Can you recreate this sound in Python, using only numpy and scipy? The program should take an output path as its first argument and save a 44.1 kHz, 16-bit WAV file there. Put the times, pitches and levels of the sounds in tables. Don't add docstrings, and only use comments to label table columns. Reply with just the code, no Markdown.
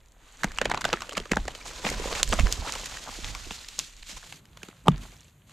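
import sys
import numpy as np
from scipy import signal
from scipy.fft import rfft, irfft, next_fast_len
from scipy.io import wavfile
from scipy.ndimage import uniform_filter1d

SR = 44100
rng = np.random.default_rng(int(sys.argv[2]) if len(sys.argv) > 2 else 0)


def dump(signal):
    limited = np.clip(np.atleast_2d(signal).T, -1, 1)
    pcm = np.round(limited * 32767).astype(np.int16)
    wavfile.write(sys.argv[1], SR, pcm)


def how_loud(loudness_db):
    steps = np.asarray(loudness_db, float) / 20
    return 10 ** steps


N = 243431
SECONDS = np.arange(N) / SR
NEAR_GROUND = np.arange(N) > 4.27 * SR
LEFT_RIGHT = np.array([[1], [-1]])
LEAD, ROOM = 400, 2400


def rms_one(x):
    return x / np.sqrt(np.mean(x ** 2) + 1e-20)


def peak_one(x):
    return x / np.sqrt(2 * uniform_filter1d(x ** 2, size=50).max() + 1e-20)


def in_time(rows):
    s, *columns = np.transpose(rows)
    return [np.interp(SECONDS, s, c) for c in columns]


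def coloured(x, points):
    size = next_fast_len(x.shape[-1])
    hz = np.arange(size // 2 + 1) * SR / size
    point_hz, point_db = np.transpose(points)
    level_db = np.interp(np.log(hz + 1), np.log(point_hz), point_db)
    return irfft(rfft(x, size) * how_loud(level_db), size)[..., :x.shape[-1]]


def band(x, low_hz, high_hz):
    return signal.sosfilt(signal.butter(2, [low_hz, high_hz], "band", fs=SR, output="sos"), x)


def resonance(x, hz, sharpness):
    return signal.lfilter(*signal.iirpeak(hz, sharpness, fs=SR), x)


def ring(clicks, hz, t60):
    r, w = how_loud(-60 / (max(t60, 1e-4) * SR)), 2 * np.pi * hz / SR
    return signal.lfilter([0, np.sin(w)], [1, -2 * r * np.cos(w), r * r], clicks + 1e-18)


def drift(rate):
    r = np.exp(-40 * np.pi * rate / SR)
    slow = signal.lfilter([1], [1, -2 * r, r * r], rng.standard_normal(N // 20 + 2002))[2000:]
    return np.interp(np.arange(N) / 20, np.arange(len(slow)), rms_one(slow))


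def crackle(per_s, spread_db, hiss, clumps):
    sizes = how_loud(spread_db * np.minimum(rng.exponential(1, N), 5)) * rng.choice([-1, 1], N)
    happens = rng.random(N) < per_s * clumps / SR
    return sizes * happens + hiss * np.sqrt(clumps) * rng.standard_normal(N)


def many_pitches(clicks, low_hz, high_hz, count, cycles):
    pitches, dealt = np.geomspace(low_hz, high_hz, count), rng.integers(0, count, N)
    return sum(ring(clicks * (dealt == k), hz, cycles / hz) for k, hz in enumerate(pitches))


def swell(s, peak_db, length_s, rise):
    step = np.arange(0, N, 64) / SR
    late = (step - np.c_[s]) / np.maximum(np.c_[length_s], .005)
    fallen = np.where(late < 0, -late / rise, late)
    power = how_loud(2 * (np.c_[peak_db] - 10 * fallen)).sum(axis=0)
    return np.interp(SECONDS, step, power)


def sum_db(*powers):
    return 10 * np.log10(sum(powers) + 1e-12)


def tears(rows, rise, fall):
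    ms = (np.arange(ROOM) - LEAD) * 1000 / SR
    length = np.maximum(np.array(rows)[:, 4:], .5)
    fibres = rng.standard_normal((len(rows), 2, len(ms)))
    growing = np.exp(np.minimum(ms, 0) / (rise * length))
    dying = np.exp(-np.abs(ms) / (fall * length))
    shape = np.where(ms < 0, growing, dying)
    shape = shape + how_loud(-18.5) * (ms > 0) * np.exp(-np.abs(ms) / 9.9)
    core = 6.0 * np.sign(fibres[:, 1, :1]) * (ms == 0) / length
    return fibres[:, 0] * how_loud(1.7 * fibres[:, 1]) * shape + core, ms


def add(out, s, sound, pan_db):
    at = round(s * SR) - LEAD
    out[:, at:at + len(sound)] += sound * how_loud(0.5 * pan_db * LEFT_RIGHT)


# (time [s], ring pitch [Hz], ring level [dB],
# thud level [dB])
HEAVY_KNOCKS = [(0.445, 970, -19, -17), (0.618, 595, -17.5, -36), (0.6583, 605, -15.5, -53),
                (0.855, 730, -15, -43), (0.933, 350, -22, -50), (0.9374, 360, -20, -24),
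                (1.1777, 660, -23.5, -24.5), (1.2012, 430, -33, -38), (1.319, 390, -18.5, -14.5),
                (1.3356, 1110, -23, -29), (1.371, 826, -16.5, -20.5), (1.846, 865, -24.5, -43),
                (1.8526, 720, -27, -25), (1.867, 760, -19.5, -27), (2.1276, 530, -22, -40.5),
                (2.3346, 570, -18.5, -20.5), (2.3924, 740, -20, -40), (3.19, 360, -36.5, -39),
                (3.471, 378, -42, -42), (3.511, 433, -44, -33), (4.129, 360, -65, -43),
                (4.633, 440, -40.5, -37.5), (4.6876, 364, -42.5, -37.5), (4.8614, 877, -32.5, -46.5),
                (4.8718, 870, -18.5, -22.5)]
# (time [s], ring pitch [Hz], ring level [dB])
BRANCH_TAPS = [(0.6996, 885, -25), (0.7156, 890, -18.5), (0.7395, 905, -22), (0.7463, 910, -21),
               (0.775, 860, -26), (0.8913, 695, -26.5), (1.021, 1150, -27), (1.1224, 584, -33.5),
               (1.4553, 370, -38), (1.4818, 800, -22.5), (1.999, 420, -24.5), (2.058, 516, -23.5),
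               (2.2289, 604, -26.5), (2.7584, 550, -31.5), (3.0765, 1080, -31.5), (3.0914, 1120, -28),
               (3.789, 1190, -33), (4.3256, 1110, -37), (5.054, 1055, -38.5)]


def knock_rows():
    breaks = [(*r, 1000 * 5.5 / r[1]) for r in HEAVY_KNOCKS]
    return breaks + [(*r, r[2] - 20.5, 1000 * 2.4 / r[1]) for r in BRANCH_TAPS]


# (pitch [Hz], level [dB], fade by 60 dB [s])
TRUNK_THUD = [(188, 9, 0.026), (275.3, -12, 0.064), (130, -21, 0.054)]


def knocks():
    out = np.zeros((2, N + ROOM))
    rows = knock_rows()
    bursts, ms = tears(rows, rise=0.31, fall=0.13)
    woody, place = band(bursts, 330, 1300), rng.uniform(-1, 1, len(rows))
    push = (ms > -1.5) * (ms < 0) * 1.
    thud = sum(how_loud(db) * ring(push, hz, t60) for hz, db, t60 in TRUNK_THUD)
    thud = thud * np.cos(np.clip(ms / 29, 0, np.pi / 2))
    thud = peak_one(band(thud, 185, 410))
    for k, (s, hz, ring_db, thud_db, _) in enumerate(rows):
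        body = peak_one(ring(woody[k], hz, 8.2 / hz)) + 0.082 * peak_one(woody[k])
        sound = how_loud(ring_db) * peak_one(body) + how_loud(thud_db - 0.5) * thud
        add(out, s - .0008, sound, 1.2 * place[k])
    return out[:, :N]


# (time [s], ring pitch [Hz], #
# ring level [dB], bright level [dB])
TWIG_SNAPS = [(0.4348, 1600, -14, -26.5), (0.586, 2770, -14.5, -24.5), (0.6154, 1870, -14, -23.5),
              (0.7386, 1120, -28, -41), (0.8434, 2000, -19, -29), (0.901, 2620, -27, -49),
              (0.93, 3120, -13.5, -21), (0.972, 1740, -28, -55), (1.0208, 1190, -26.5, -28.5),
              (1.094, 3000, -28.5, -32), (1.2562, 1220, -33.5, -42), (1.334, 1430, -18, -36),
              (1.3583, 3090, -53, -31), (1.37, 1610, -13, -26.5), (1.681, 3530, -51, -34),
              (1.89, 2150, -23, -29), (2.1272, 1220, -27, -36), (2.152, 2640, -24, -31.5),
              (2.2308, 2820, -15, -8), (2.291, 1710, -46, -25), (2.3264, 1410, -14, -26),
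              (2.332, 1280, -15.5, -23), (2.47, 1780, -21, -33), (2.5253, 3320, -27, -13),
              (2.6938, 3400, -28, -45), (2.7231, 2710, -55, -20), (3.3503, 1260, -28, -29),
              (3.791, 2440, -36, -13), (4.3253, 2300, -32, -37), (4.8825, 4900, -31.5, -22)]
# (time [s], ring pitch [Hz], ring level [dB], bright level [dB])
FIBRE_TEARS = [(0.4434, 1730, -15.5, -22), (0.656, 2450, -18.5, -26.5), (0.6993, 1640, -26, -31),
               (0.716, 1990, -16.5, -28), (0.746, 1390, -22, -32), (0.776, 1190, -24.5, -34),
               (0.811, 1160, -27.5, -30), (0.817, 1530, -27, -32), (0.852, 1520, -14, -23),
               (0.937, 1300, -17.5, -36), (1.171, 1420, -19.5, -29), (1.1783, 2580, -21.5, -26),
               (1.3177, 2170, -14.5, -20.5), (1.481, 2010, -25, -29), (1.8506, 2460, -21, -37),
               (1.867, 2680, -21, -36), (1.9014, 1810, -40, -24.5), (2.199, 1440, -25, -41),
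               (2.339, 1150, -44, -41), (2.3907, 1150, -19.5, -45), (2.3964, 2550, -20, -24.5),
               (2.4081, 2860, -24, -32), (2.738, 1390, -30, -30), (2.7537, 2850, -27.5, -33),
               (2.8595, 1890, -32.5, -27), (2.971, 1900, -29.5, -33.5), (3.2455, 2960, -28, -35),
               (3.5092, 2730, -27, -37), (3.6868, 3270, -37, -31), (3.7963, 2750, -28.5, -29)]
# (time [s], ring pitch [Hz], ring level [dB])
BARK_FLAKES = [(0.5187, 1940, -36), (0.5755, 1580, -34), (0.648, 2090, -34), (1.007, 1240, -32),
               (1.124, 1140, -33.5), (1.1315, 1380, -33), (1.201, 3040, -32.5), (1.454, 1310, -37),
               (1.551, 3080, -33), (1.663, 1680, -38), (1.983, 1140, -42), (2.2771, 1840, -33),
               (3.5212, 3230, -35), (4.0303, 2520, -38), (4.455, 3080, -47.5), (4.573, 3370, -40),
               (4.6322, 2550, -31.5), (4.6864, 1430, -39.5), (4.862, 3000, -46.5), (4.8730, 3200, -41),
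               (4.9177, 3420, -45), (5.214, 2930, -51.5), (5.496, 2990, -48.5)]
# (time [s], bright level [dB])
DRY_TICKS = [
    (0.035, -67),
    (0.06, -54.5),
    (.085, -55),
    (0.121, -51),
]


def snap_rows():
    twig_ms, fibre_ms, flake_ms = 1.75, 5.04, 3.2
    twigs = [(*r, twig_ms * .5 ** np.clip((r[3] - r[2]) / 24, -.3, 1.2)) for r in TWIG_SNAPS]
    fibres = [(*r, fibre_ms) for r in FIBRE_TEARS]
    flakes = [(*r, r[2] - 3, flake_ms) for r in BARK_FLAKES]
    return twigs + fibres + flakes + [(s, 3000, db - 32, db, flake_ms) for s, db in DRY_TICKS]


# (pitch [Hz], level [dB per Hz])
DRY_LEAF_TONE = [(240, -25.5), (450, -3.5), (1100, -2), (2600, -3), (4200, -2.5), (5300, -5), (7000, -3),
                 (8800, -12.5), (10900, -21), (12100, -20), (14600, -32.5), (16000, -47.5)]


def snaps():
    out = np.zeros((2, N + ROOM))
    rows = snap_rows()
    bursts, _ = tears(rows, rise=0.31, fall=0.33)
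    piece = rng.uniform(-0.64, 1, (len(rows), 2))
    woody = band(bursts, 920, 5100)
    bright = coloured(band(band(bursts, 4200, 16500), 3600, 22000), DRY_LEAF_TONE)
    for k, (s, hz, ring_db, bright_db, _) in enumerate(rows):
        neighbour = ring(woody[k], 2100 * 1.6 ** piece[k, 0], 0.001)
        body = peak_one(ring(woody[k], hz, 14.0 / hz))
        body = body + 0.99 * peak_one(neighbour) + 0.32 * peak_one(woody[k])
        sound = how_loud(ring_db) * peak_one(body) + how_loud(bright_db) * peak_one(bright[k])
        add(out, s, sound, 1.8 * piece[k, 1])
    return out[:, :N]


# (pitch [Hz], level [dB], fade by 60 dB [s], start after the blow [ms])
FALLEN_LOG = [(149.8, -12, .157, 3.7), (184.8, -10, .1, 4.62), (226, -14, .09, 3.72),
              (433, -9.5, .024, .23), (883, -7, .013, .58), (1182, -5.5, .02, -.3), (1600, -17, .008, .3),
              (3080, -6.5, .0042, .8), (3680, -21, .009, .9), (600, -17, .012, 3.9)]


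def axe():
    strike_s, strike_db = 4.8822, .4
    out = np.zeros(N)
    for hz, db, t60, start_ms in FALLEN_LOG:
        blow = np.zeros(N)
        blow[round((strike_s + start_ms / 1000) * SR)] = how_loud(strike_db + db)
        out += ring(blow, hz, t60)
    out = out - .6 * resonance(out, 2150, 6)
    return band(out, 80, 13000)


# (time [s], level [dB])
BOUGH_RUBBING = [(1.2, -75), (1.6, -55.5), (1.9, -51), (2.1, -41.5), (2.24, -45), (2.27, -52), (2.5, -42),
                 (2.66, -65), (2.84, -52), (2.92, -81)]
# (pitch [Hz], level [dB], fade by 60 dB [s])
BOUGH_NOTES = [(510, 3.5, 0.012), (740, -16, 0.015), (992, -6.5, 0.051)]


def bough():
    level_db, = in_time(BOUGH_RUBBING)
    slips = crackle(260, 2.5, 0.038, how_loud(3.1 * drift(19)))
    rings = sum(how_loud(db) * ring(slips, hz, t60) for hz, db, t60 in BOUGH_NOTES)
    return how_loud(level_db) * rms_one(rings)


def bits(rows, length_ms, cycles, spit):
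    out = np.zeros((2, N + ROOM))
    bursts, _ = tears([(*r, 0, length_ms) for r in rows], rise=0.9, fall=0.67)
    place = rng.uniform(-1, 1, len(rows))
    for k, (s, hz, ring_db) in enumerate(rows):
        broad = band(bursts[k], hz / 2.13, min(hz * 2.4, 16000))
        broad = coloured(broad, [(8000, -3), (16000, -20.5)])
        body = peak_one(ring(broad, hz, cycles / hz)) + spit * peak_one(broad)
        add(out, s, how_loud(ring_db) * peak_one(body), 2.5 * place[k])
    return out[:, :N]


# (time [s], ring pitch [Hz], ring level [dB])
BOUGH_BUMPS = [(0.1676, 630, -55), (0.1941, 580, -59.0), (0.476, 905, -40), (0.5767, 925, -45),
               (0.9737, 980, -48), (1.0678, 660, -48), (1.0884, 540, -48), (1.0945, 570, -37),
               (1.1409, 540, -38), (1.2582, 540, -38), (1.3199, 487, -30), (1.5521, 580, -38),
               (1.6603, 890, -36.5), (1.8, 610, -45), (1.8519, 720, -30), (1.9171, 570, -26),
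               (2.1135, 1020, -26), (2.1643, 950, -44), (2.2288, 740, -37), (2.3002, 654, -33),
               (2.3281, 640, -22), (2.4611, 636, -32), (2.5794, 970, -36.5), (2.6245, 975, -33.5),
               (2.6515, 990, -30.5), (2.6644, 1090, -30), (2.6729, 940, -35), (2.7376, 1060, -43),
               (2.7986, 720, -38), (2.8346, 1010, -35), (2.9244, 1030, -38), (3.0681, 990, -51),
               (3.1267, 1000, -38.5), (3.6057, 1010, -50.0), (3.6917, 520, -59), (4.0317, 1090, -62),
               (4.1797, 1120, -50.0), (4.2341, 1070, -46), (4.3548, 650, -61), (4.5122, 1060, -64),
               (4.5717, 1020, -48), (4.7404, 540, -59), (5.0538, 1050, -47), (5.1271, 540, -50.5),
               (5.4916, 1014, -61), (5.4972, 1030, -57.5)]
# (time [s], ring pitch [Hz], ring level [dB])
BARK_CHIPS = [(0.1486, 1490, -59.0), (0.4099, 1700, -42), (0.4761, 2230, -39), (0.5094, 1750, -37.5),
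              (0.5665, 2480, -40), (1.0447, 1490, -39), (1.1116, 3120, -34), (1.1526, 2630, -31),
              (1.351, 1980, -38), (1.5081, 3080, -40), (1.6134, 2380, -37), (1.7102, 1360, -37),
              (1.9005, 2000, -36), (1.9438, 3750, -35), (2.4647, 1990, -30.5), (2.6742, 1360, -31),
              (2.73, 2700, -30), (2.8379, 2960, -33.5), (2.9206, 1440, -39), (3.0681, 1530, -40),
              (3.447, 2870, -36.5), (3.5322, 3680, -41), (3.6451, 1920, -42), (3.936, 2440, -48),
              (4.2301, 1720, -39), (4.5833, 1440, -59), (4.6198, 1560, -45), (4.702, 1400, -53),
              (4.7124, 2510, -47), (4.9182, 3200, -36), (5.1197, 2770, -47), (5.1673, 2580, -61),
              (5.198, 3660, -49.5), (5.2525, 2760, -55), (5.2832, 2850, -54.5), (5.4204, 3000, -54)]
# (time [s], ring pitch [Hz], ring level [dB])
LEAF_CRACKS = [(0.325, 7400, -47), (0.3719, 7100, -43), (0.5483, 7170, -41), (0.5606, 4460, -40),
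               (0.7094, 4400, -30), (0.7539, 6200, -37), (0.8906, 4820, -29), (0.9057, 4650, -34),
               (0.9651, 4700, -44), (1.1112, 4190, -39), (1.1371, 7400, -38), (1.1524, 4340, -37),
               (1.2241, 4840, -46), (1.2742, 6390, -46), (1.327, 6860, -42.0), (1.4707, 4150, -44.0),
               (1.5553, 4550, -36), (1.5888, 5010, -45), (1.6273, 5050, -40), (1.6338, 6080, -44.0),
               (1.6739, 7500, -33.5), (1.9256, 5970, -37), (2.1283, 4230, -24.5), (2.277, 7200, -29),
               (2.3112, 7270, -30.0), (2.3392, 7950, -22), (2.6758, 4200, -32), (2.7971, 6960, -31),
               (3.2523, 5880, -37.0), (3.5899, 4330, -34), (3.6468, 4500, -36.5), (3.9358, 7000, -49.0),
               (3.9667, 7140, -42), (4.0265, 4020, -38), (4.5338, 7650, -63), (4.8403, 7930, -55),
               (4.9603, 4590, -40), (5.1197, 6870, -45), (5.167, 5870, -48), (5.1762, 7640, -52),
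               (5.2077, 7250, -43), (5.2318, 4280, -50), (5.2458, 7760, -49), (5.2824, 6580, -54)]


def small_pieces():
    bumps = bits(BOUGH_BUMPS, length_ms=6.0, cycles=4.7, spit=0.25)
    chips = bits(BARK_CHIPS, length_ms=1.96, cycles=18.0, spit=0.32)
    return bumps + chips + bits(LEAF_CRACKS, length_ms=1.1, cycles=14.9, spit=0.23)


def scrape(crunch_db):
    slips = crackle(700, 1.9, 0, how_loud(5.0 * drift(15)))
    rings = many_pitches(slips, 480, 1600, count=9, cycles=6.3)
    return how_loud(crunch_db - 12.5) * rms_one(band(rings, 420, 2500))


def grit(crunch_db):
    cracks = crackle(170, 3.76, 0, how_loud(4.0 * drift(13)))
    rings = many_pitches(cracks, 900, 6500, count=14, cycles=7.0)
    return how_loud(crunch_db - 8.0) * rms_one(band(rings, 700, 9000))


def crumbs(crackle_db):
    ticks = crackle(85, 2.8, 0, how_loud(9.0 * drift(2.2)))
    ticks = band(coloured(ticks, DRY_LEAF_TONE), 1800, 14000)
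    return how_loud(crackle_db - 14.5) * rms_one(ticks)


# (time [s], vigour [dB], fineness [dB])
LITTER_RUSTLE = [(0, -64, -12), (.19, -61.5, -3), (.41, -53.5, 0), (.73, -46, -13.5), (1.07, -49.5, -2.5),
                 (1.27, -54.5, 1), (1.63, -49.5, 0), (1.82, -44, -1.4), (2.21, -33.5, -2), (2.27, -72, 2),
                 (2.68, -41, 0.5), (3.0, -46.5, 2), (3.5, -52, 6), (3.92, -69.5, 15.5), (4.36, -63, 14.5),
                 (4.41, -62.5, -2.5), (4.83, -64, 0), (5.37, -73, 6.5)]
# (time [s], peak level [dB], fineness [dB], length [s])
LITTER_SCUFFS = [(0.881, -37.5, -9, 0.1), (1.155, -39.5, -23, 0.059), (1.676, -44.5, 3.5, 0.06),
                 (1.863, -29, -7, 0.087), (2.322, -36.5, -0.5, 0.21), (2.521, -40.5, 5.5, 0.046),
                 (2.672, -34.5, -23, 0.043), (2.939, -43, 0, 0.039), (3.22, -45, -1, 0.35),
                 (3.528, -49.5, 9, 0.037), (3.8, -58.5, 18.5, 0.074), (4.094, -47, 6.5, 0.059),
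                 (4.17, -46, -1, 0.017), (4.242, -49.5, -1.5, 0.05), (4.64, -56, 1.5, 0.13),
                 (4.876, -40.5, -30, 0.098), (5.028, -53, 2, 0.15), (5.51, -57, 0, 0.091)]
# (time [s], peak level [dB], length [s])
GROUND_STEPS = [
    (3.81, -51, 0.034),
    (4.346, -57, 0.33),
    (4.897, -42, 0.093),
]


def litter():
    vigour_db, fine_db = in_time(LITTER_RUSTLE)
    s, db, fine, length = np.transpose(LITTER_SCUFFS)
    hit_s, _, hit_db = np.transpose(knock_rows())[:3]
    scuff = swell(s, db, length, rise=0.047)
    debris = swell(hit_s, hit_db - 23, 0.029 + 0 * hit_s, rise=0.14)
    crunch_db = sum_db(how_loud(2 * vigour_db), scuff, debris)
    fine_scuff = swell(s, db + fine, length, rise=0.4)
    crackle_db = sum_db(how_loud(2 * (vigour_db + fine_db)), fine_scuff)
    shaken = swell(hit_s, hit_db - 21, 0.039 + 0 * hit_s, rise=0.56)
    shaken = shaken + swell(*np.transpose(GROUND_STEPS), rise=.15)
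    stir_db = sum_db(how_loud(2 * (vigour_db - 8.5)), scuff * how_loud(2 * -7), shaken)
    return crunch_db, crackle_db, stir_db


# (pitch [Hz], side minus middle [dB])
STEREO_WIDTH = [(200, -16), (1500, -12), (3000, -8.5), (6000, -10), (9500, -10), (13000, 1)]


def leaves(crunch_db, crackle_db):
    shared_db = 2.0 * drift(20) + 2.5 * drift(72)
    clumps, fine = how_loud(shared_db + 2.0 * drift(24)), how_loud(shared_db + 2.2 * drift(20))
    big = np.array([crackle(970, 2.38, 0.28, clumps), crackle(1100, 5.93, 0.42, clumps)])
    small = np.array([crackle(3000, 2.68, 0.51, fine), crackle(3000, 4.76, 0.53, fine)]) + 0.33 * big
    low = band(coloured(big, DRY_LEAF_TONE), 260, 3200)
    high = band(coloured(small, DRY_LEAF_TONE), 2200, 22000)
    mid, side = how_loud(crunch_db + 1.16) * rms_one(low) + how_loud(crackle_db + 1.5) * rms_one(high)
    both = mid + 0.68 * coloured(side, STEREO_WIDTH) * LEFT_RIGHT
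    faint = np.clip((-46.0 - crackle_db) / 12.0, 0, .7)
    return both - faint * resonance(both, 5300, 3.0)


def stir(stir_db):
    mid, side = band(rng.standard_normal((2, N)), 100, 300)
    return how_loud(stir_db - 3.5 + 2.9 * drift(5.7)) * rms_one(mid + 0.17 * side * LEFT_RIGHT)


def forest(x):
    t = np.arange(SR // 3) / SR
    fade = how_loud(-60 * t / 0.21) * (t > .006)
    tail = band(rng.standard_normal((2, len(t))), 260, 8300) * fade
    tail = tail[0] + .5 * tail[1] * LEFT_RIGHT
    tail = tail / np.sqrt(np.sum(tail[0] ** 2))
    return how_loud(-39) * signal.fftconvolve(x[None], tail, axes=1)[:, :N]


# (time [s], peak level [dB], length [s])
MICROPHONE_JOLTS = [(0.478, -37.5, .03), (0.517, -43, 0.15), (0.656, -39, 0.093), (0.88, -44.5, 0.15),
                    (1.197, -37, 0.03), (1.336, -29.5, 0.02), (1.39, -30, 0.064), (1.713, -48, 0.31),
                    (1.976, -34.5, 0.2), (2.294, -28.5, 0.12), (2.403, -17, 0.015), (2.44, -16, 0.027),
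                    (2.527, -31, 0.023), (2.6, -30.5, 0.036), (2.77, -43, 0.13), (2.938, -47.5, 0.078),
                    (3.13, -47.5, 0.11), (3.26, -38, 0.15), (3.46, -44, 0.078), (3.72, -55, 0.16),
                    (4.0, -50, 0.19), (4.161, -42, 0.022), (4.518, -48, 0.12), (4.927, -24, 0.078),
                    (5.014, -41, 0.076)]
# (pitch [Hz], level [dB per Hz])
RUMBLE_TONE = [(12, -18), (25, -1.5), (45, 0), (70, -11), (110, -20.5), (300, -33.5), (600, -77.5)]
# (time [s], left minus right [dB])
WIND_SIDE = [(0, -1), (1.7, 0), (2.4, -7), (2.9, -1), (3.3, -6), (3.6, -3), (5.52, -0.5)]


def rumble():
    calm_db = -59
    level_db = sum_db(how_loud(2 * calm_db), swell(*np.transpose(MICROPHONE_JOLTS), rise=0.49))
    pan_db, = in_time(WIND_SIDE)
    mid, side = coloured(rng.standard_normal((2, N)), RUMBLE_TONE)
    sway = np.sqrt(uniform_filter1d(uniform_filter1d(mid ** 2, size=2600), size=2600))
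    lumps = how_loud(level_db + 1.5) * (mid + 0.096 * side * LEFT_RIGHT) / sway
    lumps = np.where(NEAR_GROUND, band(lumps, 64, 400), lumps)
    return lumps * how_loud(0.5 * pan_db * LEFT_RIGHT)


# (pitch [Hz], level [dB per Hz])
STILL_AIR_TONE = [(200, -24.5), (500, -23), (4000, -31.5), (5300, -48.5), (6700, -28), (10600, -42),
                  (12000, -37), (16000, -55.5)]


def air():
    mid, side = coloured(rng.standard_normal((2, N)), STILL_AIR_TONE)
    bed = rms_one(mid + coloured(side, STEREO_WIDTH) * LEFT_RIGHT)
    hum = rms_one(band(rng.standard_normal(N), 84, 170)) * NEAR_GROUND
    return how_loud(-67) * bed + how_loud(-59.5) * hum


def scene():
    crunch_db, crackle_db, stir_db = litter()
    hush_db = np.minimum(crackle_db + 63.5, 0) * 4.8
    blows = snaps() + knocks() + axe()
    centre = blows.mean(axis=0)
    shading = 0.55 * coloured(np.roll(centre, shift=37), STEREO_WIDTH) * LEFT_RIGHT
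    to_right = how_loud(-0.5 * LEFT_RIGHT)
    near = (blows + scrape(crunch_db) + crumbs(crackle_db)) * to_right + shading
    near = near + leaves(crunch_db + 0.79 * hush_db, crackle_db + hush_db) * how_loud(-0.6 * LEFT_RIGHT)
    around = near + forest(centre) + stir(stir_db) + rumble() + air()
    small = small_pieces() + bough() + grit(crunch_db)
    both = around + small * to_right
    return both + NEAR_GROUND * 0.55 * band(both, 8960, 16000)


def limiter(x):
    limit_db, share, recover_db_per_s, grab_hz = -5.5, 0.31, 67.5, 45
    climb = recover_db_per_s * np.arange(N) / SR
    peak_db = 20 * np.log10(np.abs(x).max(axis=0) + 1e-9)
    held_db = np.maximum.accumulate(peak_db + climb) - climb
    r = np.exp(-2 * np.pi * grab_hz / SR)
    pull_db = signal.lfilter([1 - r], [1, -r], np.maximum(held_db - limit_db, 0))
    return x * how_loud(-share * pull_db)


def microphone(x):
    x = x + 0.25 * resonance(x, 12000, 14.0)
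    return signal.sosfilt(signal.cheby2(8, 50, 17000, fs=SR, output="sos"), x)


def low_pass(x):
    return signal.sosfilt(signal.butter(12, 16840, fs=SR, output="sos"), x)


def record(dry):
    mix = microphone(np.clip(limiter(dry), -1, 1))
    return low_pass(mix)


dry = scene()
out = record(dry)
dump(out)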